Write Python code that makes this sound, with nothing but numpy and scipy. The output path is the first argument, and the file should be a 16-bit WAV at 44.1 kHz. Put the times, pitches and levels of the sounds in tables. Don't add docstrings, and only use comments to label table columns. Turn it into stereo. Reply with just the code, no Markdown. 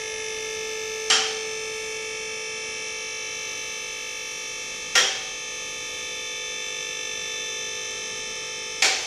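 import sys
import numpy as np
from scipy import signal
from scipy.fft import rfft, irfft, next_fast_len
from scipy.io import wavfile
from scipy.ndimage import uniform_filter1d, map_coordinates

SR = 44100
rng = np.random.default_rng(int(sys.argv[2]) if len(sys.argv) > 2 else 0)


def put_to_file(sound):
    columns = np.atleast_2d(sound).T
    safe = np.clip(columns, -1, 1)
    whole_steps = np.round(safe * 32767)
    wavfile.write(sys.argv[1], SR, whole_steps.astype(np.int16))


def field_ratio(decibels):
    return 10 ** (np.asarray(decibels, dtype=float) / 20)


N = 399546
T = np.arange(N) / SR

TEETH = 9
START_HZ, GAIN_HZ, SETTLE_S = 48.759, .302, 5.3
ECHO_S, STEADY = .11, .3
RUMBLE_DB, THUD_T60_S = -62, 0.36
PASSING_S, PASSING_HALF_WIDTH_S, PASSING_LIFT_DB = 8.3, .3, 9.4
BOUNCE_S, BOUNCE_DB = .022, -4

# (tooth harmonic, 2 below [dB], 1 below [dB], itself [dB], 1 above [dB], 2 above [dB])
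TOOTH_TONES = [(1, -69, -56.5, -48, -60.5, -57.5), (2, -68.5, -64, -44.5, -72, -80),
               (3, -54, -66, -56.5, -70, -103), (4, -59, -58.5, -48.5, -67.5, -57),
               (5, -55, -47, -44, -50, -44), (6, -50, -41, -45.5, -49.5, -58.5),
               (7, -54, -61, -42, -52, -57), (8, -52.5, -48, -52, -50, -53), (9, -64, -59.5, -54, -72, -59),
               (10, -64.5, -61.5, -58, -63, -81), (11, -64, -64.5, -57, -74, -70),
               (12, -51, -52.5, -51.5, -49.5, -55.5), (13, -58, -42, -52, -48, -59),
               (14, -51.5, -48, -37.5, -44.5, -51), (15, -52, -57.5, -64, -68, -60),
               (16, -81, -61.5, -59.5, -73.0, -65)]
# (tooth harmonic, level [dB], first sidebands [dB])
HIGH_TOOTH_TONES = [(17, -60.5, -80), (18, -62, -70), (19, -64.5, -68), (20, -64.5, -70),
                    (21, -64.5, -69.5), (22, -64, -73), (23, -63.5, -71), (24, -59.5, -81), (25, -62, -91),
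                    (26, -69.5, -87), (27, -66.5, -92), (28, -73, -89), (29, -75, -90), (30, -79.5, -98),
                    (31, -100.0, -100)]
# (shaft order, time [s], half-width [s], lift [dB])
STANDING_WAVES = [(8, 8, 1.9, 8), (9, 0.99, 2.28, 18.5), (9, 8, 2.3, 7), (18, 4.8, 2.9, -5),
                  (36, 0.1, 3, 9), (36, 7.2, 1.9, 8.5), (44, 0, 1.25, 10), (45, 2, 0.44, -12),
                  (46, 2, 0.68, 12), (47, 3, 1.64, 8), (47, 6.5, 0.75, 6.5), (53, 8, 0.35, -9.5),
                  (54, 4.5, 1.7, 7), (54, 7.5, 1.4, 9), (55, 2.7, 3, 11), (55, 7, .5, 11),
                  (63, 0.5, 1.5, -12.5), (71.15, 7.5, 3.5, 7), (71.97, 1.5, .7, 9), (72, 6.5, 1.24, 16),
                  (71.5, 7.5, 0.47, 11), (107, 4, 2, 9.5), (107.05, 7, 0.85, 5), (107.9, 2.5, 0.79, 13),
                  (116, 5, 0.71, -8), (117, 4.5, 0.59, 15), (125.9, 2.5, 0.7, -13), (126.1, 6, 0.26, -9),
                  (127.74, 2.5, 1.9, 9.5), (126.8, 6.4, 0.59, 6.5)]
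# (frequency [Hz], level [dB per Hz])
OIL_HISS = [(30, -78.5), (60, -80), (200, -82), (500, -79), (1000, -91), (1250, -81.5), (2300, -87),
            (3000, -91), (3600, -82), (4400, -86.5), (6100, -86), (7500, -85.5), (10500, -97.5),
            (13000, -135)]
# (frequency [Hz], level [dB])
MAINS_TONES = [(30, -65.5), (150, -70), (300, -63), (500, -49.5)]
# (time [s], peak [dB], late bounce lag [s], late bounce level [dB], floor thud [dB])
PAWL_DROPS = [
    (1.101, -9.5, 0.064, -17, -54),
    (4.954, -8.5, 0.042, -16, -47),
    (8.823, -10, 0.048, -28.5, -61),
]
# (frequency [Hz], level [dB per Hz])
DROP_COLOURS = [
    [(130, -53), (220, -12.5), (431, -14.5), (618, -14.5), (774, -9), (1000, -13), (1270, -2.5),
     (2580, -5.5), (3070, 3.5), (3460, -8.5), (5610, -3.5), (10600, -19), (13500, -66)],
    [(130, -49), (220, -16), (305, -18), (494, -3.5), (608, -8), (774, -11.5), (919, -12.5), (1830, 0.5),
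     (2450, -3.5), (3230, 1), (4410, -9), (5610, -1.5), (13500, -25)],
    [(130, -51), (220, -20), (382, -7), (710, -8), (787, -4.5), (1130, -12), (1320, -7.5), (2330, 2),
     (3020, -5), (5420, -3.5), (7390, -5.5), (12400, -24.5), (13500, -33)],
]
# (frequency [Hz], level [dB])
DROP_TREBLE = [(7400, -1.5), (7900, -4.5), (11800, 4.5), (12400, -20), (14000, -20)]
# (frequency [Hz], 60 dB decay [s], drop 1 [dB], drop 2 [dB], drop 3 [dB])
FRAME_MODES = [(396, 0.6, -29, -15.5, -19), (494, 0.42, -23, -19.5, -17), (766, 1, -17, -15, -18.5),
               (777, 0.8, -16, -11.5, -17.5), (1384, 0.14, -14, -4, -20), (1854, 0.23, -14, -13, -18),
               (2323, 0.17, -15, -25, -13), (3190, 0.74, -17, -17, -20), (3250, 0.83, -21, -16.5, -20),
               (4380, 0.68, -21, -26, -17), (5550, 0.61, -18, -16, -14.5), (5720, 0.6, -17, -12, -20),
               (7370, 0.31, -7.5, -23, -20), (13250, .5, -22, 6, 13)]
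# (frequency [Hz], 60 dB decay [s])
ROOM_DECAY = [(250, 0.67), (700, 0.83), (1800, 0.6), (4500, 0.74), (8000, 0.57), (12000, 0.21)]
# (frequency [Hz], level [dB])
RIGHT_SHARED = [(30, -3.5), (150, -.4), (400, 0), (7300, 0), (8000, -6), (8800, -20), (10000, -25),
                (11500, -20), (12600, -11)]
# (frequency [Hz], level [dB])
RIGHT_OWN = [(30, -11), (150, -6), (400, -23), (1000, -11.5), (2500, -13), (5000, -11), (7200, -4),
             (8000, -7.5), (8800, 0), (10000, -12), (11500, -10), (12600, -5)]
# (frequency [Hz], level [dB])
MASKED_UNDER = [(600, -60), (1400, -12), (4500, -11), (9000, -14), (11200, -7), (12200, -4), (13500, -3)]
# (frequency [Hz], level [dB])
TOO_QUIET = [(9500, -125), (11000, -92), (13500, -85)]


def colour(x, *curves):
    size = next_fast_len(len(x), real=True)
    f = np.log(np.maximum(np.arange(size // 2 + 1) * SR / size, 1))
    db = sum(np.interp(f, np.log(hz), level) for hz, level in map(np.transpose, curves))
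    return irfft(rfft(x, size) * field_ratio(db), size)[:len(x)]


def unit(x):
    return x / np.sqrt(np.mean(np.abs(x) ** 2, axis=0))


def walk(rate):
    k = int(SR / rate)
    steps = np.repeat(rng.standard_normal(N // k + 1), k)
    return unit(uniform_filter1d(uniform_filter1d(steps, k), k)[:N])


def shaft_hz():
    return START_HZ + GAIN_HZ * (1 - np.exp(-T / SETTLE_S))


def order_levels(far_db=-7, top_far_db=-4):
    db = np.full(TEETH * 32, -120.)
    for m, low2, low1, mid, up1, up2 in TOOTH_TONES:
        k = TEETH * int(round(m))
        db[k - 4:k] = low2 + 1.29 * far_db, low2 + far_db, low2, low1
        db[k:k + 5] = mid, up1, up2, up2 + far_db, up2 + 1.56 * far_db
    away = np.abs(np.arange(-4, 5))
    for m, mid, side in HIGH_TOOTH_TONES:
        k = TEETH * int(round(m))
        db[k - 4:k + 5] = side + top_far_db * np.minimum(away - 1, 1)
        db[k] = mid
    db[:TEETH - 2] = -120.
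    return db


def gears(treble_db=3.5, base_db=-5, scramble=0.23):
    hz = shaft_hz()
    hop, points = 4096, 8192
    rows = np.arange(0, N + hop, hop)
    db = order_levels()
    order = np.arange(len(db))

    echo_noise = rng.standard_normal(SR) * np.exp(-np.arange(SR) / SR / ECHO_S)
    echo = rfft(echo_noise, 8 * SR)
    where = 8 * np.outer(hz[np.minimum(rows, N - 1)], order)
    gain = unit(STEADY + unit(echo[np.round(where).astype(int)]))

    for k, *_ in STANDING_WAVES:
        gain[:, int(round(k))] = field_ratio(base_db)
    for k, s, width, lift_db in STANDING_WAVES:
        swell = np.exp(-((rows / SR - s) / max(width, .1)) ** 2)
        gain[:, int(round(k))] *= field_ratio(lift_db * swell)
    gain = gain * field_ratio(db + treble_db * (order > 170))

    family = np.round(order / TEETH).astype(int)
    start, throb_at = rng.random((2, len(db)))[:, family]
    drift = uniform_filter1d(rng.standard_normal(gain.shape), size=12, axis=0)
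    slide = drift.cumsum(axis=0) * .06 * np.sqrt(order / 50)
    disorder = (scramble + (order > 150)) * rng.random(len(db))
    phase = start + .3 * throb_at * order + disorder + slide
    gain = gain * np.exp(2j * np.pi * phase)

    turn = irfft(gain, points, axis=1) * points / np.sqrt(2)
    turn = np.hstack([turn, turn[:, :1]])
    angle = np.cumsum(hz) / SR % 1
    return map_coordinates(turn, [np.arange(N) / hop, angle * points], order=1), angle


def oil(angle, skirt_db=-36, skirt_hz=45, throb=0.22, flutter_db=1.16, treble_db=9):
    turn_hz = np.mean(shaft_hz())
    power = field_ratio(2 * order_levels())
    power[17 * TEETH:] *= field_ratio(2 * treble_db)
    power[:3 * TEETH - 4] = 0

    f = np.arange(0, SR / 2, 10)
    size = next_fast_len(N, real=True)
    distance = f[:, None] - turn_hz * np.arange(len(power))
    skirts = np.exp(-.5 * (distance / skirt_hz) ** 2) @ power
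    fine_hz = np.arange(size // 2 + 1) * SR / size
    shape = field_ratio(skirt_db) * np.sqrt(np.interp(fine_hz, f, skirts) + 1e-30)
    blur = irfft(rfft(rng.standard_normal(size)) * shape, size)[:N]
    blur = blur * (1 + throb * np.cos(2 * np.pi * angle))

    flow = [(15, -100)] + list(OIL_HISS)
    # (Hz, dB)
    housing = [(1340, 0), (1420, -16), (1530, -16), (1620, 0), (1850, 0), (1950, -8), (2060, 0),
               (4080, 0), (4190, -9), (4300, 0), (4500, 0), (4610, -10), (4720, 0)]
    hiss = colour(rng.standard_normal(N), flow, housing)
    return np.sqrt(SR / 2) * (hiss + blur) * field_ratio(flutter_db * walk(3.07))


def hum(fade_in_db=-5):
    lines = np.zeros(N)
    for hz, db in MAINS_TONES:
        level = np.sqrt(2) * field_ratio(db + 2.0 * walk(1.29))
        lines += level * np.sin(2 * np.pi * (hz * T + rng.random()))
    lines = lines * field_ratio(fade_in_db * np.exp(-T / SETTLE_S))

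    low = unit(colour(rng.standard_normal(N), [(50, -26), (90, -5.5), (240, -3.5), (350, -28), (700, -90)]))
    passing_db = PASSING_LIFT_DB * np.exp(-((T - PASSING_S) / PASSING_HALF_WIDTH_S) ** 4)
    outside = field_ratio(RUMBLE_DB + passing_db + 2.0 * walk(14) + 2.7 * walk(2.5))

    drops = np.array(PAWL_DROPS)
    since = np.maximum(T - drops[:, :1], 0)
    thuds = field_ratio(drops[:, 4:] - 60 * since / THUD_T60_S) * (1 - np.exp(-since / .015))
    return lines + low * (outside + thuds.sum(axis=0))


def pawl(fill_s=0.00089, direct_db=-2, ring_db=-0.5, trim_db=-8):
    out, t = np.zeros(N + SR), T[:24576]
    centres = 200 * 2 ** np.arange(0, 6.2, .5)[:, None]
    f = np.maximum(np.arange(len(t) // 2 + 1) * SR / len(t), 1)
    masks = np.maximum(1 - 2 * np.abs(np.log2(f / centres)), 0)
    room_hz, room_t60 = np.transpose(ROOM_DECAY)
    t60 = np.interp(np.log(centres), np.log(room_hz), room_t60)
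    rise = 1 - np.exp(-t / (fill_s * 1000 / centres + 0.00082))
    shape = rise * (field_ratio(-60 * t / t60) + field_ratio(direct_db) * np.exp(-t / 0.0052))

    for drop, (event, clack) in enumerate(zip(PAWL_DROPS, DROP_COLOURS)):
        s, db, late, late_db, _ = event
        for delay, blow_db in ((0, 0), (BOUNCE_S, BOUNCE_DB), (late, late_db)):
            noise = rfft(rng.standard_normal(len(t)))
            tail = np.sum(irfft(noise * masks) * shape, axis=0)
            detune = 1 + 0.0083 * rng.standard_normal(len(FRAME_MODES))
            ring = np.zeros(len(t))
            for (hz, fade, *g), d in zip(FRAME_MODES, detune):
                decay = field_ratio(g[drop] - 60 * t / fade)
                onset = 1 - np.exp(-t * hz / 4.0)
                ring += decay * np.sin(2 * np.pi * hz * d * t) * onset
            blow = colour(tail + field_ratio(ring_db) * ring, clack, DROP_TREBLE)
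            blow = blow / np.sqrt(np.mean(blow[:2000] ** 2))
            i = int((s - .0012 + max(delay, 0)) * SR)
            out[i:i + len(t)] += field_ratio(db + blow_db + trim_db) * blow
    return out[:N]


def scene():
    spots, mains = [], hum()
    for spot in range(2):
        whine, angle = gears()
        spots.append(whine + oil(angle) + np.roll(mains, 9000 * spot) + pawl())
    return np.array(spots)


def blocks(values, height, width, shape):
    return np.kron(values, np.ones((height, width)))[:shape[0], :shape[1]]


def drop_masked(x, narrow_hz=130, wide_hz=900, moody_db=2.5):
    f, s, z = signal.stft(x, SR, nperseg=1024)
    plane = (len(f), len(s))
    power = np.mean(np.abs(z) ** 2, axis=0)
    near = uniform_filter1d(power, size=max(int(narrow_hz / f[1]), 1), axis=0)
    around = uniform_filter1d(power, size=max(int(wide_hz / f[1]), 1), axis=0)
    limits = []
    for curve in (MASKED_UNDER, TOO_QUIET):
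        hz, db = np.transpose(curve)
        limits.append(field_ratio(2 * np.interp(np.log(f + 1), np.log(hz), db))[:, None])
    under, quiet = limits
    mood = blocks(rng.standard_normal((len(f) // 4 + 1, len(s) // 6 + 1)), 4, 6, plane)
    needed = (around * under + quiet) * field_ratio(2 * moody_db * mood)
    keep = uniform_filter1d(near, size=3, axis=1) > needed

    patch = blocks(rng.random((len(f) // 8 + 1, len(s) // 7 + 1)) < .33, 8, 7, plane)
    patch = np.maximum(patch, ((f < 850) | (f > 7500))[:, None])
    middle, side = (z[0] + z[1]) / 2, (z[0] - z[1]) / 2 * patch
    z = np.array([middle + side, middle - side])
    return signal.istft(z * np.maximum(keep, .004), SR, nperseg=1024)[1][:, :N]


def low_pass(x):
    return signal.sosfilt(signal.butter(12, 14010, fs=SR, output="sos"), x)


def record(dry):
    right = colour(dry[0], RIGHT_SHARED) + colour(dry[1], RIGHT_OWN)
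    mix = drop_masked(np.array([dry[0], right]))
    return low_pass(mix)


dry = scene()
out = record(dry)
put_to_file(out)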